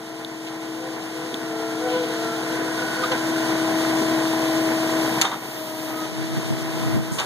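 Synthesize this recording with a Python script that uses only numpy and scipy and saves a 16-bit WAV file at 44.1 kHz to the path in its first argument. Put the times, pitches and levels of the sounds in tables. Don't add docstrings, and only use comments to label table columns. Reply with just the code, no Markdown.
import sys
import numpy as np
from scipy import signal
from scipy.fft import rfft, irfft
from scipy.io import wavfile

SR = 44100
rng = np.random.default_rng(int(sys.argv[2]) if len(sys.argv) > 2 else 0)


def to_wav(s):
    ch = np.atleast_2d(s).T
    pcm = np.round(np.clip(ch, -1, 1) * 32767)
    wavfile.write(sys.argv[1], SR, pcm.astype(np.int16))


N = 319725
T = np.arange(N) / SR
FREQ = np.maximum(np.fft.rfftfreq(N, 1 / SR), 1)
AGE = np.arange(SR // 2) / SR
PUMP_TEETH = 10


def undb(db):
    return 10 ** (np.asarray(db) / 20)


def unit(x):
    return x / np.sqrt(np.mean(x ** 2))


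def curve(table):
    time_s, value = np.transpose(table)
    return np.interp(T, time_s, value)


def colour(x, points):
    hz, db = np.transpose(points)
    return irfft(rfft(x) * undb(np.interp(np.log(FREQ), np.log(hz), db)), N)


def resonate(x, hz, width_hz):
    count = x.shape[-1]
    f = np.maximum(np.fft.rfftfreq(count, 1 / SR), 1)
    detuning = (f - hz ** 2 / f) / width_hz
    return unit(irfft(rfft(x) / (1 + detuning ** 2), count))


def noise():
    return rng.standard_normal((2, N))


def grit():
    return rng.standard_normal((2, len(AGE)))


def walk(count):
    values = rng.standard_normal(count * N // SR + 2)
    knots = signal.resample_poly(values, 8, 1)
    return np.interp(T, np.linspace(0, T[-1], len(knots)), unit(knots))


def place(pair, lean=0):
    # (pitch_hz, side_minus_mid_db)
    spread = [(60, -2), (150, -21), (420, -4.5), (560, 2), (750, -20), (1300, 2), (2400, 1), (15000, -0.5)]
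    return np.array([pair[0], lean * pair[0] + colour(pair[1], spread)])


def tone(turns, lean, flutter_db, jitter):
    phase = 2 * np.pi * (turns + rng.random()) + jitter * walk(count=24)
    level = undb(flutter_db * walk(count=18))
    return np.sqrt(2) * np.sin(phase) * level * np.array([[1], [lean]])


def throb(turns, firing, shaft):
    return unit(np.exp(firing * np.cos(4 * np.pi * turns) + shaft * np.cos(2 * np.pi * turns)))


def puffs(cycles, rise, decay, scatter_db):
    phase, index = cycles % 1, cycles.astype(int)
    strength = undb(scatter_db * rng.standard_normal(N // 100))
    front = 1 - np.exp(-phase / rise)
    return unit(strength[index] * front * np.exp(-phase / decay))


def burst(rise, t60):
    return (1 - np.exp(-AGE / rise)) * np.exp(-np.log(1000) * AGE / t60)


def ringing(modes):
    out = np.zeros((2, len(AGE)))
    for hz, db, t60 in modes:
        sine = np.sin(2 * np.pi * (hz * AGE + rng.random((2, 1))))
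        out += undb(db) * burst(0.00035, t60) * sine
    return out


def add(track, s, sound):
    start = max(int(s * SR), 0)
    track[..., start:start + len(AGE)] += sound[..., :N - start]


def wind(mid_db=-14, side_db=2.5, overload_db=-13):
    # (time_s, level_db)
    breeze = [(0, -53), (5.6, -48), (5.85, -38), (6.02, -42.5), (6.2, -27), (6.7, -31.5), (6.9, -19.5),
              (7.25, -38)]
    # (start_s, level_db)
    gusts = [(6.362, -16), (6.501, -10), (6.94, -5), (6.968, -8), (7.112, -12)]
    # (pitch_hz, level_db)
    wind_colour = [(30, -32), (70, -41), (110, 9.5), (170, 4.5), (300, -3), (600, -19), (1500, -48),
                   (5000, -80)]
    push = undb(curve(breeze) + 0 * walk(count=20))
    for s, db in gusts:
        add(push, s, undb(db) * burst(rise=0.002, t60=0.14))
    pressure = push * unit(colour(noise(), wind_colour))
    limit = undb(overload_db)
    return limit * np.tanh(pressure / limit) * undb([[mid_db], [side_db]])


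def thud(start_s=6.965, level_db=-4.5, hz=257):
    out = np.zeros((2, N))
    slap = burst(rise=0.0014, t60=0.027) * np.sin(2 * np.pi * hz * AGE)
    add(out, start_s, undb(level_db) * slap * np.array([[1], [.5]]))
    return out


def ticks(t60=0.0051):
    # (start_s, level_db, pitch_hz)
    tick_table = [(0.248, 0.7, 3570), (1.343, 1.5, 3370)]
    out = np.zeros((2, N))
    for s, db, hz in tick_table:
        ping = np.sin(2 * np.pi * hz * AGE) * np.array([[1], [.3]])
        add(out, s, undb(db) * burst(0.00034, t60) * (ping + 0.21 * resonate(grit(), 4500, 9000)))
    return out


def oil(turns, hiss_db=-31):
    # (pitch_hz, level_db)
    oil_colour = [(90, -38), (550, -7), (800, -2), (1800, -4), (2250, -3), (3000, 2), (3700, 1.5),
                  (4400, -1), (5100, 0), (5700, -2), (6500, -4), (7800, -4.5), (9500, -9), (11200, -7.5),
                  (13500, -20), (16000, -12)]
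    # (time_s, level_db)
    valve_level = [(0, -54), (1.7, -40), (3.05, -31.5), (3.8, -40.5), (5.2, -67), (7.25, -38)]
    # (time_s, level_db)
    sizzle_level = [(0, -47), (3, -48), (5.25, -41), (5.5, -34.5), (6.0, -36), (6.08, -47), (7.25, -39)]
    rush = noise() * throb(turns, firing=0.049, shaft=0.016)
    hiss = unit(colour(rush, oil_colour)) * undb(0.73 * walk(count=24))
    sizzle = resonate(noise(), 11900, 9400)
    valve = resonate(noise(), 1506, 280.0) * throb(turns, firing=0.064, shaft=0.037)
    spray = place(undb(hiss_db) * hiss + undb(curve(sizzle_level)) * sizzle)
    return spray + undb(curve(valve_level)) * place(valve, lean=0.5)


def pump(turns):
    # (time_s, level_db)
    whine_level = [(0, -26), (.8, -23), (1.05, -26.5), (1.9, -22.5), (2.1, -26.5), (2.7, -25.5),
                   (2.9, -30.5), (3.3, -24.5), (4.7, -22.5), (5.2, -26.5), (5.5, -32.5), (6.03, -24),
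                   (6.1, -34), (6.18, -25), (6.45, -29.5), (7.11, -25), (7.17, -39)]
    # (time_s, level_db)
    octave_level = [(0, -44), (3.2, -38), (3.45, -33), (5.0, -29.5), (5.25, -52), (5.6, -29.5), (6.2, -35),
                    (7.0, -33), (7.25, -40)]
    # (time_s, level_db)
    boring = [(0, -30), (5.3, -34), (5.6, 1.5), (6.0, 4.5), (6.2, -10), (7.25, 4)]
    # (multiple of the tooth rate, level_db against the octave)
    upper_partials = [(3, -13), (4, -10.5)]
    # (time_s, level_db)
    lift_level = [(0, -34), (1.25, -38.5), (1.45, -33), (1.64, -25), (1.85, -31.5), (2.05, -33),
                  (2.28, -28), (2.5, -35.5), (3.2, -65), (7.25, -56)]
    # (multiple of the shaft speed, level_db)
    lift_orders = [(14, -1), (21, -3.5), (26, -15), (28, -13), (30, -16), (42, -11.5), (44, -13.5)]
    teeth = PUMP_TEETH * turns
    octave_db = curve(octave_level)
    whine = undb(curve(whine_level)) * tone(teeth, lean=0.26, flutter_db=0.87, jitter=0.06)
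    octave = undb(octave_db) * tone(2 * teeth, lean=0.3, flutter_db=0.5, jitter=0.054)
    drone = sum(undb(db) * tone(order * turns, lean=.2, flutter_db=.7, jitter=.1)
                for order, db in lift_orders)
    strain = sum(undb(db) * tone(k * teeth, lean=.1, flutter_db=-4.5, jitter=0.25)
                 for k, db in upper_partials)
    strain_db = octave_db + curve(boring)
    return whine + octave + undb(strain_db) * strain + undb(curve(lift_level)) * drone


def diesel(turns, repeat_db=-8.0, clatter_db=1.5, tones_db=-3.0, bark_db=-8.5, knock_db=-9):
    # (pitch_hz, level_db)
    block = [(30, -48), (95, -25), (145, -1.5), (175, -1.5), (250, 2), (420, 3.5), (500, 0.5), (545, -7),
             (700, 2), (850, 1), (1020, -2), (1170, -6), (1500, -7), (1950, -2.5), (2600, -12), (5000, -44)]
    # (multiple of the shaft speed, level_db against each other)
    shaft_orders = [(2, -22), (4, -12), (4.5, -12), (6, -10.5), (7.6, -10.5), (11, -14.5), (13, -16),
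                    (14, -16), (15.3, -8.5), (19, -11), (21, -7), (24, -7.5), (26, -15), (29, -13.5),
                    (30, -6), (31, -8), (32, -6.5), (34, -14.5), (37, -18.5), (40, -17), (46, -13.5),
                    (50, -11.5), (58, -12.5)]
    # (time_s, level_db)
    effort = [(0, 0), (1.5, -.5), (3.1, 0), (3.6, 1), (5.2, 1.5), (5.5, -0.5), (6.3, -3), (7.25, 1.5)]
    size = 1374
    pattern = irfft(np.exp(2j * np.pi * rng.random((2, size // 2 + 1))))
    grid = np.arange(size) / size
    repeating = unit(np.array([np.interp(turns % 1, grid, p) for p in pattern]))
    blows = (noise() + undb(repeat_db) * repeating) * throb(turns, firing=0.017, shaft=0.016)
    clatter = place(unit(colour(blows, block)), lean=0.5)
    tones = sum(undb(db) * tone(order * turns, lean=0.12, flutter_db=min(0.1 * order, 1), jitter=0.004 * order)
                for order, db in shaft_orders)
    chug = throb(turns - .3, firing=0, shaft=.35)
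    bark = place(resonate(noise(), 770, 310), lean=0.05)
    bark = bark * puffs(turns, rise=0.095, decay=0.6, scatter_db=.5)
    knock = place(resonate(noise() + repeating, 1450, 1240), lean=0.32)
    knock = knock * puffs(2 * turns, rise=.03, decay=0.62, scatter_db=2.5)
    combustion = undb(tones_db) * tones * chug + undb(bark_db) * bark + undb(knock_db) * knock
    uneven = undb(0.92 * walk(count=24))
    return uneven * (undb(clatter_db) * clatter + undb(curve(effort)) * combustion)


def boom():
    # (middle_s, length_s, pitch_hz, level_db)
    groans = [(0.863, 0.15, 510, -27.5), (0.869, 0.096, 766, -29.5), (1.29, 0.59, 495, -32.5),
              (1.865, 0.096, 498, -22), (1.88, 0.14, 750, -26.5), (1.96, 0.15, 495.6, -17.5),
              (2.1, 0.15, 493.4, -27.5), (2.284, 0.2, 1357, -34), (2.6, 0.7, 501, -38),
              (2.82, 0.044, 500, -27), (2.95, 0.35, 1473, -31.5), (3.022, 0.094, 507, -28),
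              (3.041, 0.014, 1235, -20.5), (3.125, 0.041, 509, -22)]
    harmonics = [0, -14, -13.5]
    chatter_db = 1.3
    sag_per_s, arch, waver = .07, 0.0119, 0.0058
    out = np.zeros(N)
    t = AGE - AGE[-1] / 2
    for s, length, hz, db in groans:
        wobble, chatter = walk(count=40)[:len(t)], walk(count=50)[:len(t)]
        pressure = np.exp(-(2 * t / length) ** 2)
        swell = undb(db + chatter_db * chatter) * pressure * signal.windows.tukey(len(t), .5)
        pitch_hz = hz * (1 - sag_per_s * t - arch * (1 - pressure) + waver * wobble)
        cycles = np.cumsum(pitch_hz) / SR
        groan = sum(undb(h) * np.sin(2 * np.pi * (k + 1) * cycles) for k, h in enumerate(harmonics))
        add(out, s + t[0], swell * groan)
    return np.sqrt(2) * out * np.array([[1], [.2]])


def noise_bursts():
    # (start_s, level_db)
    soft_bursts = [(1.32, -13), (2.598, -17), (3.279, -16), (4.006, -14.5)]
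    # (start_s, level_db, rise_s, t60_s)
    scrapes = [(.466, -21.5, 0.0023, 0.13), (1.87, -22, 0.048, 0.86), (3.034, -26, .001, 0.1),
               (3.116, -19.5, 0.001, 0.073), (5.249, -20, 0.0015, 0.09), (5.313, -24, .001, .05),
               (5.337, -28, .001, .06), (7.184, -13.5, 0.0022, 0.16)]
    # (start_s, level_db, centre_hz, width_hz, t60_s)
    clanks = [(3.031, -27, 1000, 1800, .08), (3.115, -21.5, 1100, 2000, 0.21),
              (5.218, -16, 1300, 1500, 0.16), (5.235, -12, 945, 1500, 0.27), (5.314, -12, 1130, 750, 0.14),
              (7.116, -27, 7200, 4500, 1), (7.181, -16.5, 955, 1500, 0.35), (7.201, -13, 1150, 1100, 0.048),
              (7.211, -14, 1250, 1100, 0.085)]
    out = np.zeros((2, N))
    for s, db in soft_bursts:
        add(out, s, undb(db) * burst(rise=0.02, t60=0.14) * resonate(grit(), hz=318, width_hz=190))
    for s, db, rise, t60 in scrapes:
        add(out, s, undb(db) * burst(rise, t60) * resonate(grit(), hz=3000, width_hz=2400))
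    for s, db, hz, width, t60 in clanks:
        add(out, s, undb(db) * burst(0.0051, t60) * resonate(grit(), hz, width))
    return place(out)


def auger(crack_t60=0.011, tail_db=-19, tail_t60=0.39):
    # (start_s, crack_db, ring_db)
    strikes = [(5.2139, -5, -12), (5.2188, -7.5, -8), (5.251, -29, 0), (5.316, -32, -10.5),
               (5.334, -33, -13), (7.199, -13, -7)]
    # (pitch_hz, level_db)
    crack_colour = [(500, -47), (2200, 2.5), (3300, 2), (5000, -2), (6500, 0.5), (8300, -5), (11700, -16),
                    (13200, -23), (16000, -32)]
    # (pitch_hz, level_db, t60_s)
    tooth_modes = [(3530, -9, 0.044), (6476, -8.5, 0.037), (6840, -9.5, 0.029), (11500, -21.5, 0.073)]
    # (pitch_hz, level_db, t60_s)
    auger_modes = [(767, -17, 0.21), (958, -16.5, 0.18), (1357, -29, 0.2), (3230, -16, 0.07),
                   (3660, -16.5, 0.19)]
    contact, ring = np.zeros(N), np.zeros((2, N))
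    for s, crack_db, ring_db in strikes:
        spray = undb(tail_db) * burst(0.00083, tail_t60)
        add(contact, s, undb(crack_db) * (burst(0.00014, crack_t60) + spray))
        add(ring, s, undb(crack_db) * ringing(tooth_modes) + undb(ring_db) * ringing(auger_modes))
    return place(ring + contact * unit(colour(noise(), crack_colour)))


def scene():
    # (time_s, pump_tooth_rate_hz)
    speed = [(0, 320.8), (1.35, 321.9), (1.6, 319), (2.0, 318.6), (2.2, 321.9), (2.9, 320.8), (3.3, 322),
             (3.9, 321.3), (5.25, 321.3), (5.65, 315.7), (6.1, 316), (6.35, 322.8), (7.1, 321), (7.25, 313)]
    turns = np.cumsum(curve(speed) / PUMP_TEETH) / SR
    machine = undb(-31) * diesel(turns) + pump(turns) + oil(turns)
    mid, side = machine + boom() + noise_bursts() + ticks() + auger() + wind() + thud()
    return np.array([mid + side, mid - side])


def lag(x, seconds):
    keep = np.exp(-1 / (seconds * SR))
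    return x[0] + signal.lfilter([1 - keep], [1, -keep], x - x[0])


def gain_control(x, start_gain_db=-12.5, ceiling_db=-19, recovery_db_per_s=3.5):
    level_db = 10 * np.log10(lag(np.mean(x ** 2, axis=0), seconds=0.0053))
    allowed_db = np.minimum(ceiling_db - level_db, 0)
    allowed_db[0] = start_gain_db
    creep_db = recovery_db_per_s * T
    gain_db = creep_db + np.minimum.accumulate(allowed_db - creep_db)
    return x * undb(lag(gain_db, seconds=0.011))


def record(dry, low_cut_hz=58, top_hz=15700, port_notch_hz=2612, peak_limit=.85):
    angle = np.pi * FREQ / port_notch_hz
    mid_gain = np.where(angle < np.pi / 2, 1, np.sin(angle))
    mid = irfft(rfft(dry[0] + dry[1]) / 2 * mid_gain, N)
    side = irfft(rfft(dry[0] - dry[1]) / 2 * np.cos(angle), N)
    ridden = gain_control(np.array([mid + side, mid - side]))
    rounded = ridden / np.sqrt(np.hypot(1, (ridden / peak_limit) ** 2))
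    high_pass = signal.butter(3, low_cut_hz, "high", fs=SR, output="sos")
    low_pass = signal.ellip(10, .2, 70, top_hz, fs=SR, output="sos")
    return signal.sosfilt(np.vstack([high_pass, low_pass]), rounded)


dry = scene()
out = record(dry)
to_wav(out)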